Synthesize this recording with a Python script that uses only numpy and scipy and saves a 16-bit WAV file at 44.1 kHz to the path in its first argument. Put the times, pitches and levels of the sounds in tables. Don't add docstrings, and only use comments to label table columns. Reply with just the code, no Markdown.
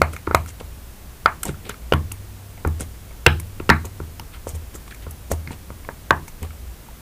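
import sys
import numpy as np
from scipy import signal
from scipy.fft import rfft, irfft
from scipy.io import wavfile
from scipy.ndimage import uniform_filter1d

SR = 44100
rng = np.random.default_rng(int(sys.argv[2]) if len(sys.argv) > 2 else 0)


def generate_wav(signal):
    frames = np.transpose(np.atleast_2d(signal))
    scaled = np.clip(frames, -1, 1) * 32767
    pcm = np.round(scaled).astype(np.int16)
    wavfile.write(sys.argv[1], SR, pcm)


def to_linear_factor(level_db):
    exponent = np.asarray(level_db, float) / 20
    return 10 ** exponent


N = 309130


def rms_one(x):
    return x / np.sqrt(np.mean(x ** 2) + 1e-20)


def at_hz(points, hz):
    point_hz, value = np.transpose(points)
    return np.interp(np.log(np.maximum(hz, 1)), np.log(point_hz), value)


def add(out, start_s, sound):
    i = int(round(start_s * SR))
    out[i:i + len(sound)] += sound[:N - i]


def tone(hz, t):
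    return np.sin(2 * np.pi * hz * t)


def dying(t, t60_s):
    return to_linear_factor(-60 * t / np.maximum(t60_s, 0.002))


def band_pass(x, order, low_hz, high_hz):
    return signal.sosfilt(signal.butter(order, [low_hz, high_hz], "band", fs=SR, output="sos"), x)


def taut(t, sag=0.038, settle_s=0.0059):
    return t + sag * settle_s * (1 - np.exp(-t / settle_s))


def hiss():
    # hz, level_db (per Hz)
    spectrum = [(12, -33), (20, 6.5), (87, -13.5), (136, -9.5), (490, -20), (4790, -30.5), (14200, -29.5),
                (15400, -23)]
    hz = np.arange(N // 2 + 1) * SR / N
    shaped = rfft(rng.standard_normal(N)) * to_linear_factor(at_hz(spectrum, hz))
    return to_linear_factor(-41) * rms_one(irfft(shaped, N))


def building_drone():
    # pitch_hz, width_hz, level_db
    drone = (58.5, 6, -41)
    hz, width_hz, level_db = drone
    r = np.exp(-np.pi * width_hz / SR)
    white = rng.standard_normal(N + SR)
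    ringing = signal.lfilter([1, 0, -1], [1, -2 * r * np.cos(2 * np.pi * hz / SR), r * r], white)
    return to_linear_factor(level_db) * rms_one(ringing[SR:])


def loose_panel():
    # start_s, level_db, t60_s
    hums = [
        (0.0, -38, 1.3),
        (0.34, -32, 1.15),
        (1.48, -34, 1.05),
        (1.92, -33, 5.6),
        (2.66, -34, 2),
        (3.265, -28, 2.1),
        (3.72, -34, 3.5),
        (5.0, -45, 8),
        (5.32, -40.5, 4.7),
        (6.43, -47, 3.0),
    ]
    start_s, level_db, t60_s = np.transpose(hums)
    t = np.arange(N) / SR
    last = np.maximum(np.searchsorted(start_s, t) - 1, 0)
    level = to_linear_factor(level_db[last]) * dying(t - start_s[last], t60_s[last])
    swell_s = 0.032
    return uniform_filter1d(level, int(swell_s * SR)) * tone(98.0, t)


def walls(x):
    # delay_s, level_db
    echoes = [
        (.0095, -13.5),
        (0.0265, -33),
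    ]
    out = np.zeros(N)
    dull = band_pass(x, 2, 700, 1500)
    for delay_s, level_db in echoes:
        add(out, delay_s, to_linear_factor(level_db) * dull)
    return out


def room(x, build_s=0.003):
    # hz, t60_s
    fading = [(100, 0.97), (500, 0.16), (1500, 0.2), (2300, 0.18), (3300, 0.19), (6000, 0.48),
              (12000, 0.25)]
    # hz, level_db
    colour = [(100, -14.5), (400, -18), (1000, -6.5), (2000, -10.5), (3200, -17.5), (6000, -28.5),
              (12000, -17.5)]
    t = np.arange(SR // 2) / SR
    white = rng.standard_normal((2, len(t)))
    tail = np.zeros(len(t))
    edges_hz = 90 * 2 ** np.arange(0, 7.6, 0.5)
    for k, (low, high) in enumerate(zip(edges_hz, edges_hz[1:])):
        band = band_pass(white[k % 2], 2, low, high)
        hz = np.sqrt(low * high)
        tail += to_linear_factor(at_hz(colour, hz) - 18.0) * band * dying(t, at_hz(fading, hz))
    tail *= np.minimum(t / build_s, 1) ** 2
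    return signal.fftconvolve(x, tail)[:N]


def table():
    # start_s, boom_db, upper_db
    pushes = [(0.0, -28, -31.5), (0.014, -13.5, -31.5), (0.273, -17.5, -30.5), (0.344, -12.5, -26.5),
              (0.615, -27, -41.5), (0.699, -31.5, -60), (1.252, -27, -45), (1.463, -42, -54),
              (1.489, -26, -29.5), (1.925, -23, -28), (1.935, -10.5, -15), (2.118, -24.5, -48),
              (2.662, -9.5, -23.5), (2.807, -19.5, -43.5), (3.263, -7, -15), (3.596, -26, -42),
              (3.692, -34, -16.5), (3.703, -10, -8.5), (4.005, -22.5, -36.5), (4.191, -31.5, -38),
              (4.466, -23, -51), (4.534, -16.5, -55), (5.067, -24, -36), (5.323, -14.5, -39),
              (5.473, -36, -33.5), (5.704, -33, -38), (5.889, -38, -42.5), (6.106, -18.5, -27),
              (6.421, -19, -38.5), (6.617, -29, -63)]
    # pitch_hz, level_db, t60_s
    boom_modes = [
        (79.55, 1, 0.48),
        (84.5, -32, 0.13),
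    ]
    # pitch_hz, level_db, t60_s
    upper_modes = [(144, -0.5, 0.25), (164.4, -1.5, 0.079), (207.9, -9, 0.17), (230.5, -8.5, 0.17),
                   (313.7, -10.5, 0.16)]
    contact_s = 0.0016
    out, t = np.zeros(N), np.arange(SR) / SR
    swell = 1 - np.exp(-t / contact_s)
    boom = sum(to_linear_factor(db) * tone(hz, t) * dying(t, t60_s) for hz, db, t60_s in boom_modes)
    chance = 1.93 * rng.standard_normal((len(pushes), len(upper_modes)))
    for (start_s, boom_db, upper_db), change_db in zip(pushes, chance):
        upper = np.zeros(len(t))
        for (hz, db, t60_s), change in zip(upper_modes, change_db):
            upper += to_linear_factor(db + change) * tone(hz, t) * dying(t, t60_s)
        add(out, start_s, swell * (to_linear_factor(boom_db - 4.5) * boom + to_linear_factor(upper_db + 3.5) * upper))
    return out


def rubs():
    # start_s, length_s, scuff_db, hiss_db, drag_db
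    strokes = [(0.124, 0.04, -42, -43, -39.5), (0.468, 0.056, -44, -42, -48),
               (0.596, 0.022, -40.5, -48, -36.5), (1.433, 0.01, -29, -30, -38),
               (1.443, 0.078, -36, -37.5, -28.5), (1.635, 0.077, -41.5, -53, -40),
               (1.687, 0.036, -33.5, -54, -36.5), (2.792, 0.055, -39.5, -36, -34.5),
               (3.842, 0.038, -42.5, -43.5, -36.5), (4.326, 0.058, -44.5, -56, -63),
               (4.46, 0.076, -46.5, -41.5, -44.5), (4.54, .035, -46.5, -44, -35.5),
               (4.737, 0.032, -46, -42, -42), (4.875, 0.019, -48, -49, -44), (4.904, 0.033, -41, -49, -42),
               (5.01, .06, -47.5, -56, -54), (5.3, 0.051, -39, -34.5, -25.5),
               (5.503, 0.057, -43, -46.5, -39.5), (5.877, 0.052, -58, -59, -43),
               (6.416, 0.054, -42.5, -50, -35)]
    press = 0.28
    t = np.arange(N) / SR
    clumps = rms_one(uniform_filter1d(rng.standard_normal(N), size=120))
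    grains = rng.standard_normal(N) * to_linear_factor(2.5 * clumps)
    scuff = rms_one(band_pass(grains, 2, 1000, 3400))
    bright = rms_one(band_pass(grains, 2, 5500, 9400))
    drag = rms_one(band_pass(grains, 2, 123, 580))
    out = np.zeros(N)
    for start_s, length_s, scuff_db, hiss_db, drag_db in strokes:
        pressing = (t - start_s) / press
        lifting = (start_s + length_s - t) / (1 - press)
        touch = np.clip(np.minimum(pressing, lifting) / length_s, 0, 1)
        out += touch * (to_linear_factor(scuff_db) * scuff + to_linear_factor(hiss_db) * bright + to_linear_factor(drag_db) * drag)
    return out


def ticks(width=0.19):
    # start_s, peak_db, centre_hz, t60_s
    peels = [(0.0169, -11.5, 7500, 0.016), (0.132, -25, 9150, 0.029), (0.162, -29, 6100, 0.028),
             (0.3465, -7, 6800, 0.017), (0.4597, -31, 13500, 0.02), (0.487, -32, 6500, 0.033),
             (1.4315, -6.5, 8660, 0.013), (1.4517, -17, 8110, 0.03), (1.693, -16.5, 6900, 0.017),
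             (1.9225, -26.5, 6100, 0.027), (1.935, -20, 12500, 0.019), (2.118, -16.5, 9500, 0.022),
             (2.674, -19.5, 8460, 0.0097), (2.807, -14, 9000, 0.0098), (3.2632, -8.5, 5440, 0.018),
             (3.3981, -18.5, 10900, 0.022), (3.6914, -16, 5500, 0.032), (3.6996, -12, 6650, 0.015),
             (3.85, -26, 6940, 0.048), (4.1957, -23.5, 5340, 0.014), (4.4705, -39, 8500, 0.02),
             (4.4865, -24.5, 7350, 0.043), (4.5544, -29, 8750, 0.027), (4.7478, -29.5, 7100, 0.075),
             (4.9447, -31.5, 7100, 0.025), (5.108, -24.5, 11500, 0.026), (5.3148, -16, 6530, 0.024),
             (6.106, -19, 5700, 0.014), (6.2773, -29, 5960, 0.049), (6.4278, -24, 7400, 0.016)]
    out, t = np.zeros(N), np.arange(SR // 10) / SR
    shape = (len(peels), len(t))
    grains = rng.standard_normal(shape) * to_linear_factor(8.3 * rng.standard_normal(shape))
    for (start_s, peak_db, hz, t60_s), grain in zip(peels, grains):
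        low, high = np.clip([hz * (1 - width / 2), hz * (1 + width / 2)], 2000, 15000)
        core = rms_one(band_pass(grain, 2, low, high))
        broad = rms_one(band_pass(grain[::-1], 3, 6000, 15000))
        rise = np.minimum(t / t60_s / 0.1, 1)
        add(out, start_s, to_linear_factor(peak_db - 7.0) * (core + to_linear_factor(2.0) * broad) * dying(t, t60_s) * rise)
    return out


def knocks(rise_s=0.00052, lag_s=0.001776):
    # start_s, peak_db, pitch_hz, overtone_db
    hits = [(0.015, -4, 547, -22), (0.273, -16, 340, -20.5), (0.309, -18, 430, -24),
            (0.345, -3.5, 623, -7.5), (0.609, -26.5, 477, -36), (1.257, -13.5, 593, -20),
            (1.492, -23, 360, -46), (1.694, -24, 437, -35), (1.921, -5, 475, -32), (1.935, -25, 330, -14),
            (2.118, -39, 272, -39), (2.649, -16.5, 432, -19), (2.675, -22.5, 280, -47),
            (2.806, -29.5, 293, -36), (5.506, -26.5, 251, -48), (3.265, -6, 421, -13),
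            (3.271, -9, 405, -32), (3.601, -21, 336, -32), (3.691, -7.5, 420, -11.5),
            (3.848, -34, 340, -37), (4.001, -24, 345, -32.5), (4.468, -20, 502, -33), (4.75, -34, 322, -41),
            (5.066, -29.5, 450, -38), (5.314, -12.5, 550, -38), (5.702, -30, 538, -34),
            (5.887, -23.5, 554, -26.5), (6.105, -14, 346, -14), (6.106, -9, 530, -16),
            (6.429, -34.5, 304, -39)]
    # pitch_hz, t60_s
    frame = (884, 0.013)
    frame_hz, frame_t60_s = frame
    out, t = np.zeros(N), np.arange(SR // 8) / SR
    rise = np.minimum(t / rise_s, 1)
    detune = 1 + 0.07 * rng.standard_normal(len(hits))
    for (start_s, peak_db, hz, over_db), k in zip(hits, detune):
        low = to_linear_factor(peak_db + 8.0) * tone(hz, taut(t)) * dying(t, 5.8 / hz)
        high = to_linear_factor(over_db + 7.0) * tone(frame_hz * k, taut(t)) * dying(t, frame_t60_s)
        add(out, start_s + lag_s, -rise * (low + high))
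    return out


def pops(rise_s=0.0008, cycles=19.0, haste=5.85):
    # start_s, ring_db, dome_hz, rim_db, rim_hz
    snaps = [(0.017, -2, 1304, -9, 2115), (0.274, -19.5, 1290, -40, 2050), (0.311, -14, 1310, -33, 1920),
             (0.347, -1.5, 1230, -9.5, 2114), (1.2587, 2, 1297, -11.5, 2140), (1.432, -24, 1330, -30, 3110),
             (1.491, -27, 1430, -35, 2200), (1.695, -24.5, 1370, -47, 2170), (1.923, -13, 1410, -15, 2900),
             (1.9355, -10, 1360, -18, 3000), (2.116, -37, 1240, -32, 2710),
             (2.649, -16.5, 1370, -34.5, 2440), (3.263, 2, 1466, -23, 2650), (3.264, -5.5, 945, 4, 2717),
             (3.599, -32, 1280, -33, 2620), (3.692, -14, 1310, -14, 2710), (3.7, -2, 1540, -1, 1790),
             (3.704, -8.5, 890, -16, 2130), (4.1965, -31.5, 883, -33.5, 2900),
             (5.316, -26, 870, -28.5, 1870), (5.474, -45, 885, -28.5, 2130), (5.889, -23, 1600, -37, 1790),
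             (6.1065, 1, 1498, -17.5, 2520), (6.1075, -4.5, 1096, -37, 1850)]
    # start_s, ring_db, dome_hz, rim_db
    more_snaps = [(0.134, -30.5, 1290, -38), (0.164, -27.5, 1270, -28), (0.27, -26, 1500, -32),
                  (0.46, -33.5, 1330, -41), (0.604, -50, 1100, -56), (1.454, -30.5, 920, -41),
                  (1.543, -35.5, 1300, -55), (1.742, -36, 1300, -41), (2.577, -44, 694, -46),
                  (2.673, -33, 880, -37.5), (2.805, -30.5, 1380, -50), (3.109, -44, 594, -44),
                  (3.398, -39.5, 1000, -36.5), (3.846, -35, 1000, -53), (4.001, -29, 1350, -44),
                  (4.346, -39, 1350, -54), (4.472, -45, 1000, -59), (4.757, -37, 1300, -51),
                  (4.878, -38.5, 1100, -43), (4.924, -31.5, 1630, -48), (4.946, -48, 1500, -40),
                  (5.066, -33.5, 1000, -52), (5.507, -31.5, 890, -40), (5.703, -37.5, 1270, -44),
                  (5.848, -42, 1050, -39), (6.28, -39, 900, -37), (6.431, -35.5, 950, -37),
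                  (6.448, -38, 1140, -54), (6.506, -38.5, 1290, -42.5), (6.886, -37.5, 865, -58)]
    # ratio (to dome_hz), level_db
    side_modes = [
        (.72, -8),
        (1.3, -8),
    ]
    shared_rim_hz = 2216
    near, far, t = np.zeros(N), np.zeros(N), np.arange(SR // 10) / SR
    rows = snaps + [(*pop, shared_rim_hz) for pop in more_snaps]
    detune = 1 + 0.04 * rng.standard_normal((len(rows), 2))
    noises = rms_one(band_pass(rng.standard_normal((len(rows), len(t))), 2, 3500, 4800))
    onset = np.minimum(t / rise_s, 1) ** 2
    for (start_s, ring_db, hz, rim_db, rim_hz), shift, noise in zip(rows, detune, noises):
        ring_s = cycles / hz
        ring = tone(hz, taut(t)) * dying(t, ring_s)
        for (ratio, db), k in zip(side_modes, shift):
            ring += to_linear_factor(db) * tone(ratio * k * hz, taut(t)) * dying(t, ring_s / 2)
        rim_pair = tone(rim_hz, t) + to_linear_factor(-5.5) * tone(0.83 * shift[0] * rim_hz, t)
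        rim = to_linear_factor(rim_db + 9.5) * rim_pair * dying(t, 0.013)
        crack = to_linear_factor(rim_db - 2.5) * noise * dying(t, 0.0091)
        add(near, start_s, onset * (to_linear_factor(ring_db + 8) * ring + rim + crack))

        snap = to_linear_factor(ring_db + 18.0) * ring * dying(t, ring_s / haste)
        snap += to_linear_factor(15.5) * rim * dying(t, 0.0022)
        snap += to_linear_factor(-7.5) * crack
        add(far, start_s, onset * snap)
    return near, far


def scene():
    background = hiss() + building_drone() + loose_panel()
    contact = rubs() + ticks() + knocks()
    near, far = pops()
    space = walls(near + contact) + room(far + to_linear_factor(-6.0) * contact)
    return (background + table() + space + contact + near)[None]


def band_limit(x):
    return signal.sosfilt(signal.butter(12, 16620, fs=SR, output="sos"), x)


def record(dry):
    cut = signal.sosfilt(signal.cheby2(14, 60, 15850, fs=SR, output="sos"), dry)
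    mix = np.clip(cut, -0.95, 0.95)
    return band_limit(mix)


dry = scene()
out = record(dry)
generate_wav(out)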